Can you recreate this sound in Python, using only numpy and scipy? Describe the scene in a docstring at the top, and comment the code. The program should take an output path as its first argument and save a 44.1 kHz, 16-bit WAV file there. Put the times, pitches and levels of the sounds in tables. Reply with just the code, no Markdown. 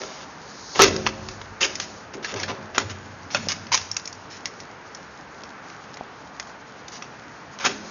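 """Boots on a quarry walkway

Steel tread plate strewn with crushed stone, close to a hand-held phone. Grit grinds under the soles,
single stones snap and rock, and each footfall sets the deck ringing. Distant machinery and wind
roar evenly behind; the heaviest step overloads the microphone."""
import sys
import numpy as np
from scipy import signal
from scipy.fft import rfft, irfft
from scipy.io import wavfile
from scipy.ndimage import uniform_filter1d

SR = 44100
rng = np.random.default_rng(int(sys.argv[2]) if len(sys.argv) > 2 else 0)


def unload_wav(signal):
    """Save mono or channel-first audio to the path in sys.argv[1] as 16-bit WAV at rate SR, clipped to [-1, 1]."""
    wavfile.write(
        sys.argv[1],
        SR,
        np.round(np.clip(np.atleast_2d(signal).T, -1, 1) * 32767).astype(np.int16),
    )


N = 348390
T = np.arange(N) / SR


def undb(db):
    """Decibels to gain."""
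    return 10 ** (np.asarray(db) / 20)


def unit(x):
    """Scale to rms 1."""
    return x / np.sqrt(np.mean(x ** 2) + 1e-20)


def fade(t, t60):
    """Exponential decay, 60 dB down after t60 seconds."""
    return np.exp(-np.log(1000) * np.maximum(t, 0) / t60)


def add(track, start, sound):
    """Mix a sound into the track from start seconds on."""
    i = max(int(start * SR), 0)
    track[i:i + len(sound)] += sound[:N - i]


def colour(x, points, size=4096):
    """Causal filter through (frequency [Hz], gain [dB]) points, from the cepstrum of the log gain."""
    hz, db = np.transpose(points)
    bin_hz = np.maximum(np.arange(size // 2 + 1) * SR / size, 1)
    gain = undb(np.interp(np.log(bin_hz), np.log(hz), db))
    cepstrum = irfft(np.log(gain))
    cepstrum[1:size // 2] *= 2
    cepstrum[size // 2 + 1:] = 0
    impulse = irfft(np.exp(rfft(cepstrum)))
    return signal.fftconvolve(x, impulse)[:len(x)]


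def band(x, lo_hz, hi_hz):
    """Third-order band-pass."""
    sos = signal.butter(3, [lo_hz, min(hi_hz, SR / 2 - 1)], "band", fs=SR, output="sos")
    return signal.sosfilt(sos, x)


def drift(rate_hz):
    """Slow random drift of rms 1."""
    hold = int(SR / rate_hz)
    steps = np.repeat(rng.standard_normal(N // hold + 1), hold)
    return unit(uniform_filter1d(steps, hold)[:N])


def grains(samples, per_second, scatter_db):
    """Sharp clicks of random size and sign at random moments."""
    size_draw, sign_draw, time_draw = rng.random((samples, 3)).T
    size = undb(scatter_db * np.minimum(-np.log(1 - size_draw), 4))
    return unit(size * np.sign(sign_draw - .5) * (time_draw < per_second / SR))


def stone_tone(x, bright_db, ripple_db=3.5):
    """Big stones have more body, fine grit more treble; each stone has resonances of its own."""
    hz = np.geomspace(450, 7200, num=29)
    body_db, treble_db = 2.5 - 0.6 * bright_db, 9.5 + 0.35 * bright_db
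    tilt = np.interp(np.log(hz), np.log([900, 2010, 3380, 5000]), [body_db, 9, 9, treble_db])
    ripple = ripple_db * np.sin(np.cumsum(np.pi * rng.uniform(0.533, 1, len(hz))))
    return colour(x, np.column_stack([hz, tilt + ripple]))


def roar(level_db=-42, flicker_db=0.73):
    """Machinery and wind far across the quarry; each octave wavers a little on its own."""
    # spectrum of the distant roar: (frequency [Hz], relative level [dB])
    spectrum = [(15, -64), (25, -14.5), (43, -17.5), (64, -5.5), (85, -9.5), (123, -2), (287, -1.5),
                (371, -5.5), (437, -2), (527, -5.5), (863, -1.5), (1020, -3), (1550, -4), (3210, -18),
                (6800, -32.5), (8840, -55), (15000, -120)]
    edges = np.geomspace(20, 10240, num=10)
    air = sum(band(rng.standard_normal(N), lo, hi) * undb(flicker_db * drift(5.5))
              for lo, hi in zip(edges, edges[1:]))
    return unit(colour(air, spectrum)) * undb(level_db)


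def dust(rise_db_per_s=43.5, fall_db_per_s=47.5, rest_db=-57, tick_db=-61, flutter_db=1.95):
    """Fine grit whispers louder as a sole slides and trickles away after it, with stray ticks."""
    # a sole sliding over loose dust: (time at its fastest [s], level [dB])
    slides = [(.02, -41), (.79, -35), (1.3, -45.5), (1.87, -45), (7.8, -44.5)]
    whisper = unit(band(rng.standard_normal(N), 3940, 7170)) * undb(flutter_db * drift(27))
    ticks = unit(band(grains(N, per_second=11, scatter_db=-0.5), 2800, 10000))
    swells_db = [db - np.maximum(rise_db_per_s * (peak - T), fall_db_per_s * (T - peak))
                 for peak, db in slides]
    whisper_db = np.maximum(np.max(swells_db, axis=0), rest_db)
    return whisper * undb(whisper_db) + undb(tick_db) * ticks


def crunches(level_db=-2.5, attack_s=0.0071, release_t60=0.051, coarse_db=-5, settle_db=-13):
    """Fine and coarse fractures under a sole; the longer the press, the longer the grit settles."""
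    # grit ground or scuffed: (time [s], length [s], relative level [dB], brightness [dB])
    presses = [(.001, 0.24, -44, -12.5), (0.747, 0.045, -31.5, -16), (.798, 0.02, -14, -13),
               (0.816, 0.028, -12.5, -3.5), (0.848, 0.034, -23.5, -10), (1.054, 0.0076, -32, -10),
               (1.604, 0.05, -21, -3), (1.794, 0.049, -39.5, 11), (2.133, 0.012, -35.5, -12),
               (2.223, 0.1, -36, -10.5), (2.354, 0.092, -34.5, -11.5), (2.476, 0.039, -31, -24.5),
               (2.742, 0.085, -33.5, -17), (2.891, 0.023, -36, -8.5), (3.305, 0.041, -38, 0.5),
               (3.358, 0.017, -31, -15), (3.38, 0.087, -40.5, -4.5), (3.484, 0.038, -27.5, -2.5),
               (3.715, 0.036, -20, 4), (4.296, 0.083, -45, 4), (6.914, 0.066, -43.5, 7),
               (7.595, 0.044, -34, -15), (7.644, .026, -17, -14), (7.686, 0.031, -35, -15)]
    out, t = np.zeros(N), T[:SR // 2]
    for start, length, db, bright_db in presses:
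        attack = np.sin(np.pi / 2 * np.minimum(t / attack_s, 1)) ** 2
        settling = undb(settle_db) * fade(t - length, t60=10 * length)
        pressure = attack * np.maximum(fade(t - length, release_t60), settling)
        fine = grains(len(t), per_second=6000, scatter_db=3.5)
        coarse = undb(coarse_db) * grains(len(t), per_second=260, scatter_db=1)
        add(out, start, undb(db + level_db) * stone_tone(pressure * unit(fine + coarse), bright_db))
    return out


def deck(modes_db=-6, wash_db=-2, wash_t60=0.62, push_cycles=3.8, waver_db=3, waver_rad=0.91,
         frame_rise_s=0.055, frame_t60=2.9):
    """A footfall rings the modes near its push over a wash of close modes; the frame below rumbles."""
    # deck modes, close pairs beating: (frequency [Hz], relative level [dB], t60 [s])
    modes = [(95, -2.5, 4.2), (102, -9.5, 5.6), (120.3, -10.5, 2.3), (158.6, -7, 2), (179, -8.5, 1.),
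             (196.1, -13, 0.82), (214.5, -2.5, 1.7), (266.3, -3, 0.836), (296, -19, 2.4), (326, -4, 0.98),
             (372, -5, 1.5), (393.3, 3.5, 0.43), (416, 0, 0.54), (437, 0, 0.56), (465.6, 1, 0.3),
             (535.4, -2.5, 2.1), (546, -1.5, .75), (628, 1.5, 1.4), (820, -0.5, .5)]
    # weight landing: (time [s], relative level [dB], centre of the push [Hz], spread [octaves])
    footfalls = [(.005, -40, 456, 0.63), (.753, -34, 320, .7), (.795, -15, 400, 0.27),
                 (.805, -23.5, 200, 0.76), (1.612, -34, 368, .6), (2.14, -37, 322, 0.56),
                 (2.325, -32, 230, 1.27), (2.49, -37.5, 318, 1.4), (2.765, -33, 258, 0.64),
                 (2.821, -34, 104, .2), (3.335, -30.5, 165, 0.5), (3.68, -39, 95, 0.47),
                 (7.66, -30.5, 270, 0.5)]
    out, t = np.zeros(N), T[:3 * SR]
    rings = []
    for hz, db, t60 in modes:
        # shifting weight and loose stones make every ring waver in level and phase
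        envelope = undb(db + waver_db * drift(18)[:len(t)]) * fade(t, t60)
        phase = 2 * np.pi * hz * t + waver_rad * drift(14)[:len(t)]
        rings.append((hz, envelope * np.sin(phase)))
    half_octaves = np.geomspace(25, 6400, num=17)
    for start, db, centre_hz, spread in footfalls:
        reach_db = lambda hz: -10 * np.log10(1 + (np.log2(hz / centre_hz) / spread) ** 4)
        ringing = undb(modes_db) * sum(undb(reach_db(hz)) * ring for hz, ring in rings)
        wash = colour(rng.standard_normal(len(t)), [(hz, reach_db(hz)) for hz in half_octaves])
        wash = undb(wash_db) * unit(band(wash, centre_hz / 3, 1300)) * fade(t, wash_t60)
        rumble = unit(band(rng.standard_normal(len(t)), 32, 130))
        frame_db = -22 + 0.15 * (db + 13)  # heavy steps put a larger share into the frame
        frame = undb(frame_db) * rumble * np.minimum(t / frame_rise_s, 1) * fade(t, frame_t60)
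        push = np.minimum(t * centre_hz / push_cycles, 1)
        add(out, start, undb(db) * push * (ringing + wash + frame))
    return out


def cracks(level_db=5, rise_s=0.00032, snap_t60=0.021, chatter_t60=0.026, bounce_db=-16):
    """Each stone gives a short hard snap and bounces once; heavier ones chatter briefly on the plate."""
    # stones snapping or knocking on steel: (time [s], relative level [dB], brightness [dB])
    snaps = [(0.0164, -34.5, -9), (0.035, -37, -28), (.758, -30, -21), (0.7929, -17, -21),
             (0.798, -19, -35), (0.8189, -12, -5.5), (0.9632, -31.5, 7), (1.0648, -20.5, -10),
             (1.07, -19, -17), (1.2866, -33, -3), (1.415, -37, -16.5), (1.7542, -36, 27),
             (1.7996, -25, 1.5), (2.246, -31.5, -10.5), (2.34, -30, -17), (2.3996, -34, 14),
             (2.4323, -25.5, -9), (2.7803, -18.5, -3), (3.304, -39, -15.5), (3.347, -21, -10.5),
             (3.4856, -25.5, 16), (3.5182, -26, 2), (3.668, -41.5, -1), (3.7438, -21, 2.5),
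             (3.775, -24.5, 0), (3.814, -37.5, 1), (3.9138, -40, 49), (3.9662, -25.5, 11.5),
             (4.0547, -40, 28), (4.075, -37, 16), (4.127, -42.5, 20), (4.4562, -29, 3), (4.602, -43.5, 20),
             (4.948, -39, 12), (5.4356, -38, -7), (5.7002, -44.5, -5), (5.941, -45.5, 10),
             (5.9707, -38, -13), (6.3979, -30.5, -0.5), (6.8815, -39, 12), (7.0227, -33.5, -13),
             (7.588, -37.5, -3)]
    out, t = np.zeros(N), T[:SR // 8]
    bounce_delays = 0.017 * rng.uniform(0.39, 1.8, len(snaps))
    for (start, db, bright_db), delay in zip(snaps, bounce_delays):
        chatter = undb(-20 + 0.32 * min(db + 34, 0)) * fade(t, chatter_t60)
        bounce = undb(bounce_db) * (t > delay) * fade(t - delay, snap_t60)
        envelope = np.minimum(t / rise_s, 1) * (fade(t, snap_t60) + chatter + bounce)
        burst = np.sign(rng.standard_normal(len(t))) * envelope
        add(out, start, undb(db + level_db) * stone_tone(burst, bright_db))
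    return out


def clacks(half_width=0.0984, overtone_ratio=2.5, overtone_db=-7, t60=0.062):
    """A rocking stone rattles its own narrow resonance and a weaker one above it."""
    # larger stones rocking on the plate: (time [s], relative level [dB], pitch [Hz])
    rockings = [(.7985, -9, 1198), (1.0644, -21, 996), (1.615, -20.5, 2930), (1.63, -14, 2880),
                (2.2456, -25.5, 1730), (2.4348, -24.5, 1790), (2.7795, -19, 1295), (3.3476, -19, 1370),
                (3.348, -22, 561), (3.349, -19.5, 2666), (3.719, -19, 975), (3.742, -20, 966),
                (4.4565, -32.5, 2080), (6.398, -36, 2105), (7.6425, -22, 1376)]
    out, t = np.zeros(N), T[:SR // 4]
    for start, db, pitch_hz in rockings:
        for hz, share_db in (pitch_hz, 0), (overtone_ratio * pitch_hz, overtone_db):
            resonance = band(rng.standard_normal(2 * len(t)), hz * (1 - half_width), hz * (1 + half_width))
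            phase = np.angle(signal.hilbert(resonance)[len(t):])
            rattle = np.sqrt(2) * np.cos(phase)  # steady level, wandering pitch
            add(out, start, undb(db + share_db) * rattle * fade(t, t60))
    return out


def knocks():
    """Something solid is bumped close to the microphone: a few damped cycles."""
    # blunt knocks: (time [s], level [dB], pitch [Hz], t60 [s])
    bumps = [(2.781, -3, 1180, 0.0067), (3.471, -17.5, 554, 0.012), (6.0099, -17, 760, 0.014)]
    out, t = np.zeros(N), T[:SR // 10]
    for start, db, hz, t60 in bumps:
        add(out, start, undb(db) * np.sin(2 * np.pi * hz * t) * fade(t, t60))
    return out


def steelwork(x, near_db=-11, near_t60=0.1, far_db=-17, far_t60=0.87):
    """Nearby steel throws the sound back at once; the plant beyond adds a faint tail."""
    t = T[:SR]
    tail = lambda t60: unit(rng.standard_normal(SR) * fade(t, t60) * (t > .004)) / np.sqrt(SR)
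    reflections = undb(near_db) * tail(near_t60) + undb(far_db) * tail(far_t60)
    return x + signal.fftconvolve(x, reflections)[:N]


def scene():
    """One microphone on the walkway: stones and deck close by, the quarry far behind."""
    # colour of stone on steel: (frequency [Hz], gain [dB])
    stone_on_steel = [(70, -18.5), (250, -10), (500, -3.5), (750, -1.5), (1150, 1.5), (1900, 0.5),
                      (2600, 0.5), (3200, -2), (4100, -2.5), (5300, 2.5), (7000, -1.5)]
    stones = steelwork(colour(cracks() + crunches(), stone_on_steel) + clacks())
    return (stones + deck() + knocks() + dust() + roar())[None]


def record(dry, low_cut_hz=34, mic_top_hz=6850, overload=0.76, top_hz=16200):
    """The phone's narrow-band microphone path, whose loudest peaks flatten and spit treble."""
    narrow = signal.sosfilt(signal.ellip(12, .2, 80, mic_top_hz, fs=SR, output="sos"), dry)
    narrow = signal.sosfilt(signal.butter(2, low_cut_hz, "high", fs=SR, output="sos"), narrow)
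    clipped = np.clip(narrow, -overload, overload)
    return signal.sosfiltfilt(signal.ellip(8, .1, 50, top_hz, fs=SR, output="sos"), clipped)


dry = scene()
out = record(dry)
unload_wav(out)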